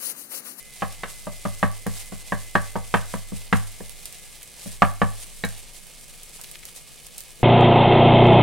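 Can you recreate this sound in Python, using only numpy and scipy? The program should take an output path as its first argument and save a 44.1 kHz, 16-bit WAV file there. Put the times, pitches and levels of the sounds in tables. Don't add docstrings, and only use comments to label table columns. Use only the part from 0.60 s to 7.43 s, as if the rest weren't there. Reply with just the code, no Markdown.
import sys
import numpy as np
from scipy import signal
from scipy.fft import rfft, irfft, next_fast_len
from scipy.io import wavfile
from scipy.ndimage import uniform_filter1d

SR = 44100
rng = np.random.default_rng(int(sys.argv[2]) if len(sys.argv) > 2 else 0)


def put_to_file(sound):
    columns = np.atleast_2d(sound).T
    safe = np.clip(columns, -1, 1)
    whole_steps = np.round(safe * 32767)
    wavfile.write(sys.argv[1], SR, whole_steps.astype(np.int16))


N = 301203
TIME = np.arange(N) / SR

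# start in seconds, blow level in dB, then three levels in dB relative
# in Hz and the pitch favoured by the struck spot in Hz.
KNOCKS = [(0.221, -14, -14, -19, -4, 1097, 605), (0.433, -23.5, -15.5, -8, -23, 806, 505),
          (0.669, -25.5, -7, -25, -25, 1190, 610), (0.852, -19.5, -5.5, -19, -9, 1190, 592),
          (1.028, -8.5, -10.5, -21.5, -4.5, 1140, 479), (1.264, -23.5, -0.5, -18.5, -6.5, 740, 480),
          (1.521, -36.5, 3, -12, -20, 750, 442), (1.721, -17.5, -7.5, -19.5, 0.5, 1080, 610),
          (1.952, -7, -14.5, -18.5, 0, 1110, 363), (2.155, -16.5, -10.5, -25.5, -11.5, 876, 474),
          (2.34, -7, -14, -17, -4.5, 1197, 460), (2.538, -24.5, -3, -17, -5, 1150, 510),
          (2.72, -42, 13.5, -18, -19, 1120, 480), (2.926, -12, -4, -10, -2.5, 1127, 484),
          (3.204, -39.5, 2, -19, -4, 766, 482), (4.059, -45.5, 12.5, -23, -16, 746, 600),
          (4.22, -1, -16.5, -21, -7, 1190, 587), (4.416, -7.5, -10.5, -20, -6.5, 1130, 480),
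          (4.837, -25, -1, -9.5, 3, 805, 482), (6.799, -55, 6.5, -10.5, -9, 1010, 500)]
# pitch in Hz, relative level in dB, time to fade by 60 dB in
# seconds, left-right phase difference in half turns.
COUNTER_MODES = [(62.6, -14.5, 0.21, 0.73), (103.5, -7.5, 0.35, 0.95), (132.2, -12, 0.12, 0.13),
                 (158, -7.5, 0.16, 0.97), (177.9, -3, 0.086, .1), (196.1, -4, 0.13, 0.46),
                 (237.4, -6.5, 0.059, 0.93), (250.3, -4.5, 0.097, 0.85)]
# pitch in Hz, relative level in dB, time to fade by 60 dB in seconds.
PAN_MODES = [(297.2, -3, 0.098), (360, 3.5, 0.062), (408, -3, 0.1), (479.3, 5.8, 0.083), (548, -4.5, 0.11),
             (586, 5, 0.06), (651.5, 2, 0.091), (715, -5.5, 0.075), (777, -8.5, 0.125), (822, -2.5, 0.058),
             (938, -6.5, 0.078), (979, -0.5, 0.053), (1039, -9.5, 0.098), (1139, -3, 0.1),
             (1196, -8, 0.074), (1255, -11.5, 0.11), (1420, -15, 0.1), (1535, -2, 0.065), (1624, 3, 0.06),
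             (1731, -2, 0.11), (1773, -5.5, 0.12), (1849, 4, 0.041)]
# frequency in Hz, relative level in dB.
WOOD_COLOUR = [(300, -12.5), (900, 7), (1800, 9), (2600, 2), (3200, -1), (5000, -17), (8000, -19),
               (15000, -32.5)]
# pitch in Hz, level in dB, time to fade by 60 dB in seconds.
RIM_MODES = [(1584, -31.5, 0.13), (1845, -29, 0.12), (2150, -39, 0.09), (2250, -32.5, 0.11),
             (3860, -28, 0.085), (4110, -31.5, 0.06)]
# delay in seconds, left gain, right gain (both before the echo level).
ECHO_PATHS = [(.0053, .42, 0.44), (.0069, .22, .38), (.0118, 0.196, .12), (.0205, .12, .16),
              (.0275, 0.3, 0.26)]
# frequency in Hz, relative level in dB.
ROOM_COLOUR = [(80, -0.5), (300, -12.5), (600, -0.5), (1100, -6), (1750, -4.5), (2600, -11.5), (6000, -14),
               (15000, -4)]
# start in seconds, level in dB before tick, snap and puff are mixed.
SPITS = [(1.2672, -25), (3.456, -22.5), (3.5254, -30), (3.83, -30), (4.8498, -23.5), (4.8884, -31),
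         (5.633, -31), (5.8138, -28), (5.8381, -31), (5.914, -29), (6.0534, -26.5), (6.162, -31),
         (6.4671, -31), (6.581, -23), (6.606, -27.5)]
# frequency in Hz, relative level in dB.
FIZZ_COLOUR = [(1000, -18.5), (2500, -12.5), (5000, -9), (6500, -7.5), (8400, -2.5), (10200, -5),
               (12500, -11.5), (16000, -18.5)]
# frequency in Hz, relative level in dB.
CRACKLE_COLOUR = [(300, -11.5), (700, 0.5), (1400, -11.5), (1900, -4), (2500, 0.5), (3500, 1), (5000, -1),
                  (7000, -6), (15000, -29)]
# start in seconds, length in seconds, centre in Hz, level in dB.
SCRAPES = [(3.793, 0.049, 2560, -50), (4.01, 0.13, 3000, -55), (5.781, 0.041, 885, -47.5),
           (5.835, 0.02, 3600, -41.5), (5.93, 0.043, 2600, -42.5), (6.025, 0.018, 2530, -42.5),
           (6.079, 0.016, 3200, -41)]
# multiple of the magnetic pull's frequency, mean level in dB.
BUZZ = [(14, -71), (16, -76.5), (17, -87.5), (18, -65), (19, -73), (20, -70), (21, -68.5), (25, -68)]
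# frequency in Hz, relative level in dB per Hz.
AIR_COLOUR = [(12, -16.5), (20, 9.5), (76, -11.5), (156, -6), (307, -17), (500, -11), (931, -32.5),
              (1210, -16), (1460, -36), (1640, -20), (1800, -47.5), (2340, -49), (3960, -120)]
# time of the top in seconds,
# width in seconds, rise of the fizz in dB.
SURGES = [(0.212, 0.012, 7.5), (.51, 0.026, 5), (1.389, 0.046, 7), (2.35, 0.018, 6), (2.53, 0.038, 4.5),
          (2.96, 0.025, 5), (4.06, 0.049, 8), (4.63, 0.03, 6.5), (5.75, 0.033, 6), (6.176, 0.012, 6.5)]

RIM_S = 4.838
CLONK_DB, CLONK_DB_PER_DB = -17.7, -0.51
RING_DB = -8.5
SPIT_HZ, SNAP_DB = 9300, -18
FIZZ_DB, FIZZ_DB_PER_S = -46.8, -0.25
CRACKLE_DB, CRACKLE_DB_PER_S = -53, -0.04
PRESS_DB, PRESS_ATTACK_S, PRESS_T60_S = 2.3, 0.008, 1.3
PULL_HZ, SUNG_MULTIPLE = 120, 17
SING_DB, PRESSED_UNTIL_S, SING_DB_PER_S = -56.5, 2.3, -6.5
SWAY_DB, SWAY_DB_PER_DB, TREMOR_DB = -32.3, 0.17, -62
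SWAY_ATTACK_S, SWAY_T60_S = 0.054, 1.55
AIR_DB = -54.5
TOP_HZ = 16100


def knocks():
    out, t = np.zeros((2, N)), TIME[:SR // 3]
    thump = counter_thump()
    for s, db, thump_db, crack_db, wall_db, blade_hz, spot_hz in KNOCKS:
        clonk_db = CLONK_DB + CLONK_DB_PER_DB * db
        grit_fade = fade(t, 0.044) + 0.057 * fade(t, 0.41)
        grit = spread(rng.standard_normal((2, len(t))), 0.36) * grit_fade
        crack = attack_unit(colour(grit, WOOD_COLOUR))
        blade = 0.85 * fade(t, 0.025) * np.sin(2 * np.pi * blade_hz * t)
        wood = echoes(blade + undb(crack_db) * crack, echo_db=-2.8, shift=0.06)
        ring = undb(RING_DB) * pan_ring(t, clonk_db, wall_db, spot_hz, spot_db=7, scatter_db=2.5, port_phase=0.4)
        add(out, s + 0.0008, undb(db) * (wood + ring))
        add(out, s, undb(db + thump_db) * thump)
    rim = sum(undb(db) * fade(t, t60) * np.sin(2 * np.pi * hz * t) for hz, db, t60 in RIM_MODES)
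    add(out, RIM_S, rim)
    return out


def pan_ring(t, clonk_db, wall_db, spot_hz, spot_db, scatter_db, port_phase):
    hz, db, t60 = np.transpose(PAN_MODES)[:, :, None]
    level_chance, phase_chance, side_chance = rng.standard_normal((3, len(PAN_MODES), 1))
    place_db = np.select([hz < 680, hz > 1350], [clonk_db, wall_db])
    place_db = place_db + spot_db * np.exp(-((hz - spot_hz) / 45) ** 2)
    sides = np.array([1, -1])[:, None, None]
    phase = 1.33 * phase_chance + port_phase * side_chance * sides
    gain = undb(db + place_db + scatter_db * level_chance)
    modes = gain * fade(t, t60) * np.sin(2 * np.pi * hz * t + phase)
    return modes.sum(axis=1) * (1 - fade(t, 0.0051))


def counter_thump():
    t, sides = TIME[:SR // 2], np.array([[0.5], [-0.5]])
    modes = sum(undb(db) * fade(t, t60) * np.sin(2 * np.pi * hz * t + np.pi * lag * sides)
                for hz, db, t60, lag in COUNTER_MODES)
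    return attack_unit(modes * (1 - fade(t, 0.069))) * undb(2.0 * sides)


def echoes(x, echo_db, shift):
    out = x.copy()
    for delay, left, right in ECHO_PATHS:
        lag = int(delay * np.exp(shift * rng.standard_normal()) * SR)
        out[:, lag:] += undb(echo_db) * np.array([[left], [right]]) * x[:, :-lag]
    return out


def sizzle():
    pressed_db = PRESS_DB * sum(kicked(s, PRESS_ATTACK_S, PRESS_T60_S) for s, *_ in KNOCKS)
    surge_db = pressed_db + sum(db * swell(top, width) for top, width, db in SURGES)
    flurry = flicker(45)
    fizz = unit(colour(bursts(14000, 3.2, width=1.07), FIZZ_COLOUR))
    fizz_db = FIZZ_DB + FIZZ_DB_PER_S * TIME + surge_db + 1.6 * flurry
    crackle = unit(colour(bursts(7000, 2.36, width=0.201), CRACKLE_COLOUR))
    crackle_db = CRACKLE_DB + CRACKLE_DB_PER_S * TIME + 0.7 * surge_db
    crackle_db = crackle_db + 1.28 * flurry + 1.53 * flicker(30)
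    return fizz * undb(fizz_db) + crackle * undb(crackle_db)


def spits():
    out, t = np.zeros((2, N)), TIME[:SR // 10]
    tick_colour = [(700, -30), (3000, -18), (0.8 * SPIT_HZ, -6), (SPIT_HZ, 0), (2 * SPIT_HZ, -9)]
    snap_colour = [(800, -18), (2300, -9), (3800, 1), (6500, -15), (15000, -26)]
    for s, db in SPITS:
        tick = spread(rng.standard_normal((2, len(t))), 0.52) * fade(t, 0.0025)
        tick = attack_unit(colour(tick, tick_colour), size=128)
        snap = spread(rng.standard_normal((2, len(t))), 0.29) * fade(t, 0.058)
        snap = attack_unit(colour(snap, snap_colour), size=256)
        puff = unit(colour(rng.standard_normal((2, len(t))), FIZZ_COLOUR)) * fade(t, 0.066)
        add(out, s, undb(db) * (0.46 * tick + 0.44 * undb(SNAP_DB) * snap + 0.31 * puff))
    return out


def crackles(rate, db):
    t = TIME[:SR // 100]
    pop = rng.standard_normal((1, len(t))) * fade(t, 0.0018)
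    pops = signal.fftconvolve(bursts(rate, 2.6, width=0.74), pop, axes=1)[:, :N]
    pop_colour = [(900, -17), (3000, -2.5), (6000, -3.5), (9500, 1), (16000, -5.5)]
    return undb(db) * unit(colour(pops, pop_colour))


def scrapes():
    out, slips = np.zeros((2, N)), bursts(3000, 4.3, width=0.65)
    for s, length, hz, db in SCRAPES:
        run = slips[:, int(s * SR):int((s + length) * SR)]
        rub = unit(colour(run, [(hz / 4, -16), (hz, 0), (hz * 4, -17)]))
        add(out, s, undb(db) * rub * np.hanning(rub.shape[-1]))
    return out


def hob():
    turn = 2 * np.pi * PULL_HZ * TIME
    buzz = sum(undb(db + 1.5 * flicker(6)) * np.sin(multiple * turn) for multiple, db in BUZZ)
    sung = np.sin(SUNG_MULTIPLE * turn)
    sung_db = SING_DB + SING_DB_PER_S * np.maximum(TIME - PRESSED_UNTIL_S, 0)
    return np.sqrt(2) * (buzz + undb(sung_db + 1.6 * flicker(30)) * sung)


def sway(hz):
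    power = undb(TREMOR_DB) ** 2
    for s, db, thump_db, *_ in KNOCKS:
        kick_db = SWAY_DB + SWAY_DB_PER_DB * (db + thump_db)
        power = power + (undb(kick_db) * kicked(s, SWAY_ATTACK_S, SWAY_T60_S)) ** 2
    turn = 2 * np.pi * hz * TIME + 1.4 * flicker(1.9) + np.array([[0.9], [-0.9]])
    return np.sqrt(2 * power) * np.sin(turn)


def air():
    mid, side = colour(rng.standard_normal((2, N)), AIR_COLOUR)
    side_colour = [(50, 5.5), (110, 9.0), (200, 3.5), (400, -4.5), (1000, -8.0)]
    return undb(AIR_DB) * spread([mid, colour(side, side_colour)], 0.69) / np.std(mid)


def kitchen(x, tail_db, t60):
    t = TIME[:SR // 2]
    noise = spread(rng.standard_normal((2, len(t))), 0.55)
    tail = colour(noise, ROOM_COLOUR) * fade(t, t60) * (1 - fade(t, 0.034))
    tail = unit(tail) / np.sqrt(len(t))
    return x + undb(tail_db) * signal.fftconvolve(x, tail, axes=1)[:, :N]


def bursts(rate, size_db, width):
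    count = int(rate * N / SR)
    when, chance, where = rng.random((count, 3)).T
    loudness = size_db * np.minimum(-np.log(1 - chance), 6.5)
    size = undb(loudness) * np.where(np.arange(count) % 2, 1, -1)
    angle = np.pi / 4 + width * (2 * where - 1)
    sample = (when * N).astype(int)
    return unit(np.array([np.bincount(sample, size * gain, N) for gain in (np.cos(angle), np.sin(angle))]))


def flicker(rate):
    k = int(SR / rate)
    steps = np.repeat(rng.standard_normal(N // k + 1), k)
    return unit(uniform_filter1d(steps, k)[:N])


def swell(top, width):
    return np.exp(-((TIME - top) / width) ** 2)


def kicked(start, attack, t60):
    age = np.maximum(TIME - start, 0)
    return (1 - np.exp(-age / attack)) * fade(age, t60)


def fade(t, t60):
    return np.exp(-np.log(1000) * t / t60)


def colour(x, points):
    size = next_fast_len(2 * x.shape[-1], True)
    size += size % 2
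    hz, db = np.transpose(points)
    bin_hz = np.fft.rfftfreq(size, 1 / SR)
    log_gain = np.log(undb(np.interp(np.log(bin_hz + 1), np.log(hz), db)))
    cepstrum = irfft(log_gain)
    cepstrum[1:size // 2] *= 2
    cepstrum[size // 2 + 1:] = 0
    response = np.exp(rfft(cepstrum))
    return irfft(rfft(x, size) * response)[..., :x.shape[-1]]


def spread(pair, width):
    return pair[0] + width * pair[1] * np.array([[1], [-1]])


def undb(db):
    return 10 ** (np.asarray(db) / 20)


def unit(x):
    return x / np.sqrt(np.mean(x ** 2))


def attack_unit(x, size=1024):
    return x / np.sqrt(np.mean(x[..., :size] ** 2))


def add(out, start, sound):
    i = max(int(start * SR), 0)
    out[:, i:i + sound.shape[-1]] += sound[..., :N - i]


def scene():
    blows = kitchen(knocks(), tail_db=-13, t60=0.28)
    food = sizzle() + spits() + crackles(rate=30, db=-57) + scrapes()
    frying = kitchen(food, tail_db=-8, t60=0.2)
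    balance = undb(np.array([[-0.6], [0.6]]))
    return (blows + frying + hob()) * balance + air() + sway(hz=22.2)


def record(dry):
    clipped = np.clip(dry, -1, 1)
    low_pass = signal.ellip(10, 0.1, 80, TOP_HZ, fs=SR, output="sos")
    return signal.sosfilt(low_pass, clipped)


dry = scene()
out = record(dry)
put_to_file(out)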